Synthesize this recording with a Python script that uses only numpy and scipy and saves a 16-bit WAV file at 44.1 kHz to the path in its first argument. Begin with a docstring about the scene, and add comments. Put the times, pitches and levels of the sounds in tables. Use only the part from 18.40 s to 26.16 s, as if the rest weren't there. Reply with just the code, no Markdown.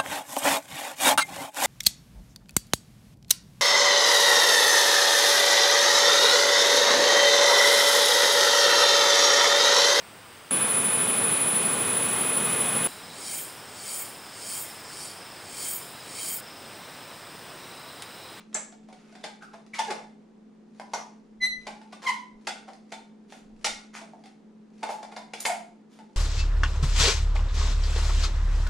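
"""Scissors are forced through the wall of a metal can, at a table in a small room.
Throughout, a low hum wavers in the room's air, and a faint table rumble swells at three leans of the arms.
From the first moments the blades scrape (grainy noise) and bite: bursts of tiny fractures ring the can.
The sheet creaks and ticks before and after each bite. From 1 s to 7 s some cuts also squeal: short rough
tones that sag in pitch. The last scrape and bite come near 7.5 s."""
import sys
import numpy as np
from scipy import signal
from scipy.fft import rfft, irfft, next_fast_len
from scipy.io import wavfile
from scipy.ndimage import map_coordinates

SR = 44100
rng = np.random.default_rng(int(sys.argv[2]) if len(sys.argv) > 2 else 0)


def materialize(psi):
    """Save the field psi as 16-bit PCM at rate SR to the path in sys.argv[1].

    A 1-D psi becomes a single channel; in a 2-D psi each row is a channel.
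    """
    bounded = np.clip(np.atleast_2d(psi).T, -1, 1)
    quanta = np.round(bounded * 32767).astype(np.int16)
    wavfile.write(sys.argv[1], SR, quanta)


N = 342216
SPAN = 24000  # samples given to each short sound
T = np.arange(SPAN) / SR  # time within a short sound, s
HZ = np.fft.rfftfreq(SPAN, 1 / SR)  # its frequencies
MIDDLING_DB = -41  # strength of a middling bite


def amp(db):
    """Decibels to gain."""
    return 10 ** (np.asarray(db) / 20)


def unit(x):
    """Scale to rms 1."""
    return x / np.sqrt(np.mean(x ** 2) + 1e-20)


def burst(x):
    """Scale each channel to the energy of 30 ms at rms 1."""
    energy = np.sum(x ** 2, axis=-1, keepdims=True)
    return x / np.sqrt(energy / (.03 * SR) + 1e-20)


def along(points, hz):
    """Read a curve of (Hz, value) points on a log frequency axis."""
    f, v = np.transpose(points)
    return np.interp(np.log(hz + 1), np.log(f + 1), v)


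def wobble(rate, size):
    """A smooth random curve, with rate knots a second."""
    knots = rng.standard_normal(int(size * rate / SR) + 4)
    return map_coordinates(knots, [np.arange(size) * rate / SR])


def causal(db):
    """The minimum-phase response with this gain on the HZ grid: nothing sounds before its cause."""
    cepstrum = irfft(np.log(amp(db) + 1e-6))
    cepstrum[1:SPAN // 2] *= 2
    cepstrum[SPAN // 2 + 1:] = 0
    return np.exp(rfft(cepstrum))


def pair(spectrum, alike, size):
    """Stereo noise of rms 1 with a colour and a left-right likeness, mixed from a middle and a side."""
    m = next_fast_len(size)
    hz = np.fft.rfftfreq(m, 1 / SR)
    turn = np.arccos(np.clip(along(alike, hz), -1, 1)) / 2
    noise = rfft(rng.standard_normal((2, m))) * amp(along(spectrum, hz))
    mid, side = irfft(noise * [np.cos(turn), np.sin(turn)], m)[:, :size]
    return unit(np.array([mid + side, mid - side]))


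def add(track, s, sound):
    """Mix a stereo sound in at a time in seconds."""
    start = max(round(s * SR), 0)
    track[:, start:start + SPAN] += sound[:, :N - start]


def stroke(length, rise):
    """Pressure builds smoothly for a share of the stroke and lets go."""
    return np.sin(np.pi / 2 * np.interp(T / length, [0, rise, 1], [0, 1, 0])) ** 2


# How long echoes last. Each row: frequency in Hz, time to fade by 60 dB in seconds.
ECHO_TIMES = [(200, 0.33), (800, 0.42), (2500, 0.39), (6000, 0.36), (10000, 0.33), (15000, 0.19)]
# How alike the echoes are left and right.
# Each row: frequency in Hz, likeness from -1 (opposite) to 1 (same).
ECHO_LIKENESS = [(250, 0.77), (650, 0.57), (1400, 0.088), (3000, 0.62), (6500, 0.79), (14000, -1)]


def room(wet_db=-2.0, walls_db=-2.5, first=0.0022, last=.024, build=0.0083):
    """Response of the room: the direct path, near walls and table, then a diffuse tail (times in s)."""
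    noise = pair([(100, 0)], ECHO_LIKENESS, size=SPAN)
    hz, t, z = signal.stft(noise, SR, nperseg=256)
    fading = z * amp(-60 * t / along(ECHO_TIMES, hz)[:, None])
    tail = signal.istft(fading, SR, nperseg=256)[1][:, :SPAN]
    tail *= 1 - np.exp(-T / build)
    walls = np.zeros((2, SPAN))
    delays = rng.uniform(first, last, size=9)
    skews = rng.integers(-2, 3, size=9)  # samples, opposite in the two channels
    for delay, skew in zip(delays, skews):
        walls[[0, 1], [int(delay * SR) + skew, int(delay * SR) - skew]] += np.exp(-delay / last)
    tail = amp(wet_db) * tail / np.linalg.norm(tail[0])
    walls = amp(walls_db) * walls / np.linalg.norm(walls[0])
    return 1 + rfft(tail + walls)  # the 1 is the direct path


# Colour of the room's steady air. Each row: frequency in Hz, relative level in dB per Hz.
AIR_COLOUR = [(20, -22), (60, -29), (105, -29), (165, -2), (240, 0), (320, -4.5), (470, -7.5), (600, -15.5),
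              (800, -16), (1100, -22), (2500, -31), (5000, -36.5), (8500, -40), (14000, -63)]
# How alike the air is left and right. Each row: frequency in Hz, likeness from -1 to 1.
AIR_LIKENESS = [(30, 0.26), (200, 0.79), (600, 0.29), (2000, .45), (10000, .3)]
# Tones of the hum. Each row: frequency in Hz, level in dB, unsteadiness (0 is a steady tone).
HUM_TONES = [(215.5, -53.5, 0.21), (165.3, -74, .9), (408, -72, .7)]
AIR_DB = -56.5


def background(waver_rate=14):
    """A hum whose tones waver randomly in strength and phase, over the noise of the room's air."""
    t = np.arange(N) / SR
    hum = 0
    for hz, db, unsteady in HUM_TONES:
        swell = 1 + unsteady * (wobble(waver_rate, size=N) + 1j * wobble(waver_rate, size=N))
        tone = np.real(swell * np.exp(2j * np.pi * hz * t))
        hum = hum + amp(db) * unit(tone)
    return hum + amp(AIR_DB) * pair(AIR_COLOUR, AIR_LIKENESS, size=N)


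# Colour of the table's rumble. Each row: frequency in Hz, relative level in dB per Hz.
RUMBLE_COLOUR = [(12, -14.5), (28, -1), (40, -12), (60, -18), (120, -33), (400, -120)]
# The arms lean on the table. Each row: start in seconds, length in seconds, added rumble in dB.
ARM_LEANS = [(2.85, 0.55, -59), (3.893, 0.12, -63), (4.95, 0.53, -56)]
REST_DB = -78.5  # rumble between the leans


def table():
    """The table rumbles faintly and swells whenever the arms lean on it."""
    weight = np.full((2, N), amp(REST_DB))
    for s, length, db in ARM_LEANS:
        lean = amp(db) * stroke(length, 0.61)
        add(weight, s, np.tile(lean, (2, 1)))
    return weight * pair(RUMBLE_COLOUR, [(30, 0.91)], size=N)


STRAIN_DB, STRAIN_GROWS = -60.5, 0.5  # creaking at a middling bite; dB more per dB of bite
LOAD_S, SETTLE_S = 0.047, 0.1  # the sheet is loaded before a bite and settles after it


def strain(spiky_db=7, grain_rate=260):
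    """The sheet creaks and ticks faintly as the blades load it, and again as it settles."""
    t = np.arange(N) / SR
    load = np.zeros(N)
    for s, db, *_ in BITES:
        nearness = np.exp(-np.abs(t - s) / np.where(t < s, LOAD_S, SETTLE_S))
        creak_db = STRAIN_DB + STRAIN_GROWS * (db - MIDDLING_DB)
        load = np.maximum(load, amp(creak_db) * nearness)
    ticks = unit(rng.standard_normal(N) * amp(spiky_db * wobble(grain_rate, size=N)))
    response = irfft(causal(along(FRACTURE_COLOUR, HZ)) * room())
    response /= np.linalg.norm(response[0])
    return signal.fftconvolve((load * ticks)[None], response, axes=1)[:, :N]


# Steel slides on the cut edge, and narrow bands of the can ring out. Each row: start in seconds, # length in
# seconds, level in dB, centre of the band in Hz, width of the band in octaves.
SCRAPES_AND_RINGS = [(0, 0.025, -56, 1890, 1.46), (0.125, 0.028, -53.5, 1900, 1.3),
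                     (0.148, 0.018, -38.5, 1770, 0.48), (0.143, 0.012, -27.5, 7230, .19),
                     (.43, 0.85, -52, 1900, 1.6), (0.832, 0.011, -46, 3500, 0.053),
                     (1.006, 0.069, -45, 1400, 0.15), (1.331, .036, -38, 2110, 0.15),
                     (1.332, 0.066, -40, 2600, 1.5), (1.429, 0.097, -45, 2460, 1.6),
                     (2.536, .019, -37.5, 6000, .16), (2.533, .018, -31, 777, 0.23),
                     (2.571, 0.036, -42.5, 924, 0.48), (3.615, 0.072, -40.5, 1190, 2.15),
                     (3.66, 0.049, -38, 4660, 1.7), (4.87, 0.2, -52.5, 3830, 1.75),
                     (5.241, 0.036, -28.5, 5580, 0.54), (5.525, 0.11, -40, 1400, 0.91),
                     (5.529, 0.089, -45.5, 6350, 0.65), (6.49, 0.067, -43, 2400, 4.9),
                     (6.965, 0.14, -46, 3980, 2.1), (7.001, 0.012, -36, 12300, 0.82),
                     (7.055, 0.02, -30, 9100, 0.6), (7.049, 0.02, -32, 2120, 0.14),
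                     (7.066, 0.12, -43.5, 2130, 0.32), (7.057, .09, -30.5, 850, 0.17),
                     (7.484, 0.17, -58.5, 3960, 2.7)]
# Colour of sliding steel. Each row: frequency in Hz, relative level in dB per Hz.
SLIDE_COLOUR = [(100, -17.5), (500, 0.5), (1000, 0.5), (5000, -4), (9000, -5), (13000, -17.5),
                (15500, -30.5)]


def scrapes_and_rings(grain_db=4, grain_rate=700, skirt_db=-27):
    """Grainy friction of the blade on the sheet, and short narrow rings of the can, each coloured by its band."""
    out = np.zeros((2, N))
    for s, length, db, centre_hz, width in SCRAPES_AND_RINGS:
        grains = rng.standard_normal(SPAN) * amp(grain_db * wobble(grain_rate, size=SPAN))
        friction = grains * stroke(length, 0.24)  # a quarter of each sound is spent swelling
        octaves = np.log2((HZ + 1) / centre_hz)
        band = np.exp(-(octaves / width) ** 2 / 2) + amp(skirt_db)
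        colour = causal(20 * np.log10(band) + along(SLIDE_COLOUR, HZ))
        add(out, s, amp(db) * burst(irfft(rfft(friction) * colour * room())))
    return out


# The blades stick and slip. Each row: start in seconds, length in seconds, starting pitch in Hz,
# share of the pitch lost by the end, level in dB before the shared boost,
# second partial in dB against the first.
BLADE_SQUEALS = [(1.001, 0.045, 1520, 0.165, -57.5, -29), (1.378, 0.043, 902, 0.031, -29, -17),
                 (1.45, 0.081, 867, 0.073, -36, -11), (1.46, 0.072, 450.7, 0.064, -37.5, -17),
                 (2.999, 0.074, 2024, 0.0053, -23, -5.5), (3.618, 0.044, 1079, 0.028, -40.5, -26),
                 (3.654, 0.0338, 1077, 0.051, -31, 3), (3.672, 0.039, 1015, 0.056, -27.5, -6),
                 (6.421, 0.033, 929.5, 0.094, -34, -28), (6.488, 0.083, 870, .005, -36, -34),
                 (7.082, 0.038, 745, 0.064, -28.5, -17)]
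ROUGH_AT_1K, ROUGH_FALLS = .024, 2.1  # slow slips are rough, fast ones lock into a clean tone
SQUEAL_RISE = 0.63  # share of a squeal spent swelling
THIRD_DB, SLOPE_DB = -12, -5.0  # third partial against the second; then the step per partial


def squeals(boost_db=2.5, jitter_rate=420, flutter=0.049, rasp_db=-24):
    """Stick-slip between blade and sheet: a short rough tone that sags in pitch and hangs in the room."""
    out = np.zeros((2, N))
    for s, length, hz, sag, db, overtones_db in BLADE_SQUEALS:
        rough = ROUGH_AT_1K * (1000 / hz) ** ROUGH_FALLS
        sagging = hz * (1 - sag * np.minimum(T / length, 1))
        pitch = sagging * (1 + rough * wobble(jitter_rate, size=SPAN))
        phase = 2 * np.pi * np.cumsum(pitch) / SR
        grip = stroke(length, SQUEAL_RISE) * np.abs(1 + flutter * wobble(jitter_rate, size=SPAN))
        space = room(wet_db=-3.0)

        def heard(x):
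            """The sound in the room, at a set energy."""
            return burst(irfft(rfft(x) * space))

        levels = [0, overtones_db] + [overtones_db + THIRD_DB + SLOPE_DB * k for k in range(5)]
        tone = 0
        for k, level in enumerate(levels, 1):
            # overtones need more pressure than the fundamental
            tone = tone + amp(level) * heard(grip ** np.sqrt(k) * np.sin(k * phase))
        rasp = amp(rasp_db) * heard(grip * pair(SLIDE_COLOUR, ECHO_LIKENESS, size=SPAN)[0])
        add(out, s, amp(db + boost_db) * (tone + rasp))
    return out


# The blades bite. Each row: start in seconds, relative strength in dB, brightness in dB,
# pitch of the can wall in Hz, build-up of the tear in seconds.
BITES = [(0.1445, -39.5, -6, 652, 0.0015), (0.1514, -42, -3, 617, 0.0015), (0.318, -60, -2, 744, 0.0079),
         (0.486, -54, -10.5, 750, 0.0014), (0.5268, -54.5, -4.5, 734, 0.00043),
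         (0.7241, -61.5, -1.5, 703, .001), (0.7519, -53, -4, 736, 0.00075),
         (0.8375, -39.5, -1.5, 638, 0.0049), (1.0247, -59, 1, 815, 0.00081),
         (1.13, -45.5, -11.5, 677, 0.013), (1.383, -36.5, 4, 910, 0.011), (1.501, -31, -7, 840, .008),
         (1.553, -41, -18, 820, 0.00034), (2.397, -40.5, -12, 1004, 0.001),
         (2.5343, -31.5, -8, 750, 0.0014), (3.266, -37.5, -6.5, 835, 0.0061),
         (3.4142, -55, -7.5, 872, 0.0013), (3.522, -48, -3, 1170, 0.0094), (3.678, -53.5, 15.5, 914, 0.016),
         (4.069, -34.5, 1, 706, 0.0047), (4.272, -45, -13, 780, 0.0156), (4.518, -42.5, -1.5, 888, 0.0065),
         (4.9218, -48, -6.5, 772, 0.0016), (5.2435, -35, 6.5, 836, 0.0023),
         (5.263, -40.5, 3.5, 876, 0.0086), (5.615, -45, -13, 664, .0006), (5.734, -50.5, -28, 715, .0006),
         (5.785, -72, -15, 670, 0.0011), (5.8376, -62.5, 1, 813, 0.0017), (5.857, -62, 4, 770, .0006),
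         (6.4285, -30.5, -11.5, 866, 0.0029), (6.489, -31, -17.5, 820, 0.001354),
         (6.626, -44.5, -5.5, 890, 0.005), (6.712, -46.5, -9, 705, 0.013), (6.7635, -38, -8, 994, 0.0013),
         (6.934, -43.5, 2.5, 776, 0.0031), (7.0515, -30, -0.5, 700, .002),
         (7.5885, -53.5, -7.5, 885, 0.00076)]
# Colour of a fracture. Each row: frequency in Hz, relative level in dB per Hz.
FRACTURE_COLOUR = [(60, -42.5), (150, -28.5), (330, -15.5), (520, -8), (800, -1.5), (1200, -7.5),
                   (2200, -4.5), (3200, -9), (4800, -6.5), (6500, -10), (9000, -10.5), (11000, -24.5),
                   (13000, -33.5), (15500, -41.5)]
# Upper modes of the can. Each row: typical frequency in Hz, typical relative level in dB,
# time to fade by 60 dB in seconds.
CAN_MODES = [(884, 11.5, 0.044), (1468, 4, 0.12), (1600, -1.5, 0.064), (2138, 2.5, .14), (2303, -3, 0.17),
             (3603, 5, 0.11), (5200, 0.5, 0.029), (5930, -11.5, 0.14)]
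# the wall's ring at a middling bite; the grip damps it, so it grows less than the bite
RING_DB, RING_GROWS = -48.5, 0.4
EDGE_DB, TEAR_S = -3.5, 0.0043  # a tear's top treble lies under its crunch; every tear runs out equally fast


def snips(crack_db=12.5, modes_db=-3.0, wall_t60=0.078, spiky_db=4.0, crackle_db=-17, crackle_time=0.025):
    """The sheet tears in a run of tiny fractures, which also ring the can."""
    out = np.zeros((2, N))
    fracture = causal(along(FRACTURE_COLOUR, HZ))
    for s, body_db, bright_db, wall_hz, build in BITES:
        crunch_db = body_db + bright_db
        ring_db = RING_DB + RING_GROWS * (body_db - MIDDLING_DB)
        # the tear gathers speed and runs out; the bent edge crackles a little longer
        tear = np.exp(-np.maximum(T - build, 0) / TEAR_S)
        tear += amp(crackle_db) * np.exp(-T / crackle_time)
        tear *= np.minimum(T / build, 1)

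        def lip():
            """One lip of the cut crackles by itself and radiates in its own direction."""
            grains = rng.standard_normal(SPAN) * amp(spiky_db * wobble(2500, size=SPAN))
            return rfft(burst(grains * tear)) * room()

        force = fracture * (lip() + lip()) / np.sqrt(2)

        def ring(x):
            """The fractures set a ringing part of the can going."""
            return burst(irfft(rfft(x) * force))

        colour = along([(800, body_db), (2400, crunch_db), (6500, crunch_db + EDGE_DB)], HZ)
        crack = amp(crack_db) * irfft(force * causal(colour))
        wall = np.sin(2 * np.pi * wall_hz * T) * amp(-60 * T / wall_t60)
        # the modes shift with the grip and the length of the cut
        modes = 0
        for hz, db, t60 in CAN_MODES:
            decay = amp(db + 2 * rng.standard_normal() - 60 * T / t60)
            modes = modes + decay * np.sin(2 * np.pi * hz * rng.normal(1, .012) * T)
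        add(out, s, crack + amp(ring_db) * ring(wall) + amp(crunch_db + modes_db) * ring(modes))
    return out


def scene():
    """The cutting over the sound of the room."""
    return background() + table() + strain() + scrapes_and_rings() + squeals() + snips()


# The two microphone ports resonate apart. Each row: frequency in Hz, lead of the left in radians.
PORT_LEADS = [(6500, 0), (8500, 3), (9500, 4.5), (10500, 8.5)]
TOP_HZ = 15200  # band limit


def record(dry):
    """The two ports turn the treble's phase apart; nothing is kept above the band limit."""
    m = next_fast_len(N + SPAN)
    hz = np.fft.rfftfreq(m, 1 / SR)
    ports = np.exp(1j * along(PORT_LEADS, hz) / 2 * [[1], [-1]])
    return irfft(rfft(dry, m) * ports * (hz < TOP_HZ), m)[:, :N]


dry = scene()
out = record(dry)
materialize(out)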